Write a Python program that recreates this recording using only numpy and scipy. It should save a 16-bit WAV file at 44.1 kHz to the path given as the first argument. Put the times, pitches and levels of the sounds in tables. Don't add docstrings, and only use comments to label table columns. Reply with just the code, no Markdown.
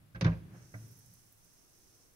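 import sys
import numpy as np
from scipy import signal
from scipy.fft import rfft, irfft
from scipy.io import wavfile
from scipy.ndimage import uniform_filter1d

SR = 44100
rng = np.random.default_rng(int(sys.argv[2]) if len(sys.argv) > 2 else 0)


def dump_mix(stems):
    frames = np.atleast_2d(stems).T
    limited = np.clip(frames, -1, 1)
    pcm = np.round(limited * 32767).astype(np.int16)
    wavfile.write(sys.argv[1], SR, pcm)


N = 94815

# (frequency [Hz], level [dB])
CLACK_TONE = [(60, -27.5), (200, 6), (400, 3.5), (800, 0), (1500, 1.5), (2400, 5), (3050, -1.5), (3800, -1),
              (6200, -1.5), (7300, -24.5), (10000, -19), (16000, -28)]
# (frequency [Hz], fade time [s])
CLACK_FADE = [(100, 0.079), (600, 0.19), (2000, 0.093), (4000, 0.077), (7000, 0.034), (14000, .025)]
# (frequency [Hz], likeness [1 = the same])
CLACK_LIKENESS = [(100, 1), (350, 1), (700, 0.41), (1400, 0.44), (3000, -0.18), (12000, 0.5)]
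# (frequency [Hz], likeness [1 = the same])
ROOM_LIKENESS = [(50, 0.82), (130, 0.97), (250, 0.73), (700, 0.36), (2000, 0), (16000, 0.4)]
PANEL_DELAY_S = np.array([[0.00026], [0]])


def gain_of(db):
    return 10 ** (np.asarray(db) / 20)


def evened(x):
    return x / np.sqrt(np.mean(x ** 2) + 1e-20)


def look_up(points, hz):
    row_hz, value = np.transpose(points)
    return np.interp(np.log(hz + 1), np.log(row_hz + 1), value)


def loudness(points):
    return gain_of(np.interp(np.arange(N) / SR, *np.transpose(points)))


def pan(db):
    return gain_of([[db / 2], [-db / 2]])


def add(mix, start_s, sound):
    part = mix[:, round(start_s * SR):][:, :sound.shape[1]]
    part += sound[:, :part.shape[1]]


def coloured(x, tone, likeness=None):
    hz = np.fft.rfftfreq(x.shape[1], 1 / SR)
    left, right = rfft(x)
    shared = np.clip(look_up(likeness, hz), -1, 1) if likeness else 0
    left = shared * right + np.sqrt(1 - shared ** 2) * left
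    return evened(irfft(np.array([left, right]) * gain_of(look_up(tone, hz)), x.shape[1]))


def noise(samples, tone, likeness=None):
    return coloured(rng.standard_normal((2, samples)), tone, likeness)


def faded(x, fade_times):
    hz, t, spectrum = signal.stft(x, SR, nperseg=256)
    fade = gain_of(-60 * t / look_up(fade_times, hz)[:, None])
    return signal.istft(spectrum * fade, SR, nperseg=256)[1][:, :x.shape[1]]


def muffled(x, cutoff_hz):
    return signal.sosfilt(signal.butter(8, cutoff_hz, fs=SR, output="sos"), x)


def background():
    # (frequency [Hz], left level [dB], right level [dB])
    air_tone = [(20, 10.5, 19), (98, 13, 10), (312.4, 3, 5.5), (700, 1.5, 1), (1373, -0.5, -1),
                (2920, -5.5, -5.5), (6000, -10.5, -10.5), (9200, -7, -20.5), (10860, -3.5, -5.5),
                (13000, -5.5, -15), (16000, -24.5, -5)]
    # (time [s], level [dB])
    rumble_levels = [(0, -108), (1.4, -78), (1.7, -73), (2.0, -71.5), (2.15, -74.5)]
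    # (frequency [Hz], level [dB])
    rumble_tone = [(20, -13.5), (45, 5.5), (70, -8.5), (110, 4), (210, -5.5), (330, 0.5), (600, -9.5),
                   (1500, -29.5), (4000, -21)]
    hz = np.fft.rfftfreq(N, 1 / SR)
    air_gains = gain_of([look_up(np.array(air_tone)[:, [0, side]], hz) for side in (1, 2)])
    air = evened(irfft(rfft(rng.standard_normal((2, N))) * air_gains, N))
    rumble = loudness(rumble_levels) * noise(N, rumble_tone, ROOM_LIKENESS)
    return gain_of(-68.5) * air + rumble


def shuffle():
    # (time [s], level [dB])
    drone_levels = [(0, -59.5), (.06, -61.5), (.12, -63.5), (.36, -45.5), (.45, -50), (.56, -51.5),
                    (.7, -60.5), (.85, -53), (1.0, -64.5), (1.12, -64), (1.4, -75), (2.15, -90)]
    # (frequency [Hz], level [dB])
    drone_tone = [(30, -35), (75, -9.5), (98, -8.5), (112, 4), (138, -7.5), (178, -6), (215, -17),
                  (330, -20.5), (450, -29.5), (700, -37.5), (2000, -39), (8000, -57.5)]
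    # (time [s], level [dB])
    scuff_levels = [(.3, -99), (.45, -75), (.51, -67), (.555, -64), (.62, -66), (.7, -74), (.8, -69),
                    (1.0, -76.5), (1.2, -100)]
    # (frequency [Hz], level [dB])
    scuff_tone = [(150, -34), (330, 13.5), (700, 1.5), (1000, -3.5), (1500, 3.5), (2400, -4.5), (3200, -11),
                  (7000, -19.5)]
    drone = loudness(drone_levels) * noise(N, drone_tone, ROOM_LIKENESS)
    scuff = loudness(scuff_levels) * noise(N, scuff_tone, ROOM_LIKENESS)
    return drone + scuff


def knocks():
    # (time [s], boom level [dB], boom tilt [dB per octave], clack level [dB],
    # extra treble [dB], clack cutoff [Hz], struck spot's pitch [Hz], its level [dB], contact time [s])
    hits = [(0.1469, -39, -16, -56.5, 1.5, 6800, 1590, 17, 0.003),
            (0.1572, -46, 7.5, -49, -11.5, 6850, 1600, -2.5, 0.00017),
            (0.2106, -33.5, 5.5, -37, 2, 13150, 2270, 2, 0.0001),
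            (0.217, -24, 0, -44, 1.5, 9020, 2506, -14, 0.0006),
            (0.2429, -31, 10, -48.5, 0.5, 7100, 3550, 3, 0.001),
            (0.246, -15, -3.5, -38.5, -2, 7300, 3904, -9, 0.0003),
            (0.2528, -21, -11, -36.5, -16.5, 2100, 393, -3.5, 0.001),
            (0.2655, -20, -8.5, -38.5, -8.5, 6950, 1603, -2, 0.00052),
            (0.2776, -29.5, 3.5, -43.5, -4, 2030, 1598, -7.5, 0.0008),
            (0.2844, -36.5, 2.5, -42.5, -6, 1150, 640, -1.5, .001),
            (0.318, -43.5, 2.5, -48.5, -7.5, 2960, 2170, -6, 0.002),
            (.3386, -39, -1.5, -58.5, -4.5, 2670, 1500, -10.5, .001),
            (0.5375, -46.5, 2, -53, -7, 1670, 701, 5, 0.01)]
    # (frequency [Hz], level [dB], time to fade by 60 dB [s])
    panel_notes = [(435, -10.5, 0.17), (528.5, -3, 0.14), (612, -12, 0.22), (645, -12, 0.15),
                   (765, -11, 0.13), (852, -10.5, 0.13), (974, -9.5, 0.11), (1052, -10, 0.12),
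                   (1190, -11, 0.11), (1351, -10, .09), (1525, -4, 0.08), (1586, -2, .095),
                   (1636, -6, .075), (2330, -17, 0.08)]
    # (frequency [Hz], level [dB], time to fade by 60 dB [s])
    tank_notes = [(55.6, -14.5, 0.16), (89.3, 4.3, 0.07), (107, 4.3, 0.16), (163.3, 4.6, 0.15),
                  (258, -14.5, 0.15), (323, -17, 0.15)]
    treble_from_hz, tilt_centre_hz = 3370, 110
    spot_fade_s, boom_rise_s = 0.065, 0.013
    sharp_share, settle_s = 0.133, 0.03
    out, t = np.zeros((2, N)), np.arange(SR) / SR
    treble_share = 1 - 1 / (1 + (np.fft.rfftfreq(SR, 1 / SR) / treble_from_hz) ** 10)
    crack = 1 + gain_of(-4.5) * np.exp(-t / 0.003)
    boom_time = t + sharp_share * settle_s * (1 - np.exp(-t / settle_s))
    for start_s, boom_db, tilt_db, clack_db, treble_db, cutoff_hz, spot_hz, spot_db, contact_s in hits:
        burst = noise(SR, CLACK_TONE, CLACK_LIKENESS)
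        burst = irfft(rfft(burst) * gain_of(treble_db * treble_share), SR)
        clack = muffled(faded(burst, CLACK_FADE) * crack, cutoff_hz)
        ring = 0
        for hz, db, fade_s in [*panel_notes, (spot_hz, spot_db, spot_fade_s)]:
            cycles = hz * (t - PANEL_DELAY_S) + rng.random()
            ring += gain_of(db - 60 * t / fade_s) * np.sin(2 * np.pi * cycles)
        ring *= gain_of(0.37 * (boom_db - clack_db - 15))
        contact = 1 - np.exp(-t / contact_s)
        add(out, start_s, gain_of(clack_db) * (clack + ring) * contact * pan(-3))
        boom = 0
        for hz, db, fade_s in tank_notes:
            note_db = db + tilt_db * np.log2(hz / tilt_centre_hz)
            boom += gain_of(note_db - 60 * t / fade_s) * np.sin(2 * np.pi * hz * boom_time)
        swell = 1 - np.exp(-t / boom_rise_s)
        add(out, start_s, gain_of(boom_db) * boom * swell * pan(-1.5))
    return signal.sosfilt(signal.butter(4, 36, "highpass", fs=SR, output="sos"), out)


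def room_echo(x):
    # (frequency [Hz], fade time [s])
    echo_fade = [(60, 0.47), (130, 0.44), (500, 0.44), (2000, 0.35), (6000, 0.45), (14000, 0.22)]
    flat_tone = [(20, 0.0073), (20000, 0.0072)]
    tail = faded(noise(SR, flat_tone, ROOM_LIKENESS), echo_fade)
    tail = tail / np.linalg.norm(tail[0])
    return gain_of(-14) * signal.fftconvolve(x, tail, axes=1)[:, :N]


def bristle_slips():
    slips_per_s = 11000
    size_db = np.minimum(rng.exponential(1, (2, N)), 4)
    direction = rng.choice([-1, 1], (2, N))
    slipping = rng.random((2, N)) < slips_per_s / SR
    return gain_of(size_db) * direction * slipping


def tarantula_hiss():
    # (frequency [Hz], width [Hz], left level [dB], right level [dB])
    bristle_bands = [(4630, 1300, -12, -14.5), (5270, 410, -3, -5.5), (5583, 260, -9.5, 0.5),
                     (6060, 69, -7.5, 5), (6227, 550, -21, 1.5), (6720, 180, -27, -8), (7400, 370, -9, -42),
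                     (8120, 510, -9.5, -9), (8740, 200, -22, -4.5), (9070, 230, -6.5, -23),
                     (10700, 300, -17.5, -5), (11900, 400, -27, -19.5), (14500, 400, -45.5, -9)]
    # (time [s], level [dB])
    rub_levels = [(0, -100), (.48, -86), (.56, -71), (.65, -66.5), (.8, -67.5), (1.14, -67.5), (1.27, -72),
                  (1.36, -77.5), (1.46, -68.5), (1.56, -69), (1.66, -71), (1.8, -68.5), (2.02, -68),
                  (2.15, -77.5)]
    # (time [s], level [dB])
    fizz_levels = [(0, -81.5), (.5, -79), (.62, -75), (.8, -65), (.95, -66.5), (1.15, -67.5), (1.3, -68),
                   (1.4, -69.5), (1.55, -70.5), (1.8, -69.5), (2.0, -73.5), (2.15, -71)]
    # (frequency [Hz], level [dB])
    fizz_tone = [(1000, -45.5), (3300, -11.5), (4600, -11.5), (6300, -4), (7050, -6), (7700, -2.5),
                 (9800, -1), (11400, 1.5), (12900, -9.5), (13800, -2.5), (15700, -2.5)]
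    hz = np.fft.rfftfreq(N, 1 / SR)
    band_power = 0
    for centre_hz, width_hz, left_db, right_db in bristle_bands:
        distance = 1.3 * (hz - centre_hz) / width_hz
        band_power += gain_of([[left_db], [right_db]]) ** 2 / (1 + distance ** 2) ** 3
    hiss = evened(irfft(rfft(bristle_slips()) * np.sqrt(band_power), N))
    flicker_db = 0.66 * evened(uniform_filter1d(rng.standard_normal(N), size=700))
    fizz = coloured(bristle_slips(), fizz_tone) * pan(-2.5)
    return gain_of(flicker_db) * (loudness(rub_levels) * hiss + loudness(fizz_levels) * fizz)


def bump():
    # (frequency [Hz], level [dB], time to fade by 60 dB [s])
    bump_notes = [(112, 9, 0.23), (184.7, -6, 0.275), (278.4, -8, 0.19), (630.6, -10, 0.13),
                  (698, -10, 0.11), (1025, -16.5, 0.06), (1455, -9, 0.12), (1560, -14, 0.074),
                  (2000, -5, 0.073), (2260, -18, 0.09)]
    start_s, swell_cycles = 0.7398, 1.4
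    out, t = np.zeros((2, N)), np.arange(SR) / SR
    ring = 0
    for hz, db, fade_s in bump_notes:
        swell = 1 - np.exp(-t * hz / swell_cycles)
        ring += gain_of(db - 60 * t / fade_s) * swell * np.sin(2 * np.pi * hz * (t - PANEL_DELAY_S))
    clack = faded(noise(SR, CLACK_TONE, CLACK_LIKENESS), CLACK_FADE)
    puff = gain_of(-8) * muffled(clack, cutoff_hz=2200)
    add(out, start_s, gain_of(-41.5) * (ring + puff) * pan(-2.5))
    return out


def bristle_ticks():
    # (time [s], level [dB])
    snaps = [(0.881, -61), (0.913, -58.5), (0.923, -58), (0.973, -57), (0.989, -55), (1.061, -58),
             (1.137, -53.5), (1.324, -57), (1.445, -61), (1.535, -64), (1.787, -66)]
    # (frequency [Hz], level [dB])
    tick_tone = [(3000, -45), (8000, -9.5), (10000, -16), (10900, 5.5), (12200, 2), (13700, 3), (15700, -3)]
    rise_s, fall_s, tail_s, tail_db = 0.0004, 0.0026, 0.022, -15
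    out, t = np.zeros((2, N)), np.arange(2048) / SR
    fall = np.exp(-t / fall_s) + gain_of(tail_db) * np.exp(-t / tail_s)
    shape = (1 - np.exp(-t / rise_s)) * fall
    for start_s, db in snaps:
        add(out, start_s, gain_of(db) * shape / shape.max() * noise(len(t), tick_tone))
    return out * pan(-6)


def scene():
    blows = knocks() + bump()
    return blows + room_echo(blows) + shuffle() + tarantula_hiss() + bristle_ticks() + background()


def record(dry):
    cutoff_hz = 15780
    treble_cut = signal.firwin(801, cutoff_hz, window=("kaiser", 9), fs=SR)
    return signal.oaconvolve(dry, treble_cut[None], "same")


dry = scene()
out = record(dry)
dump_mix(out)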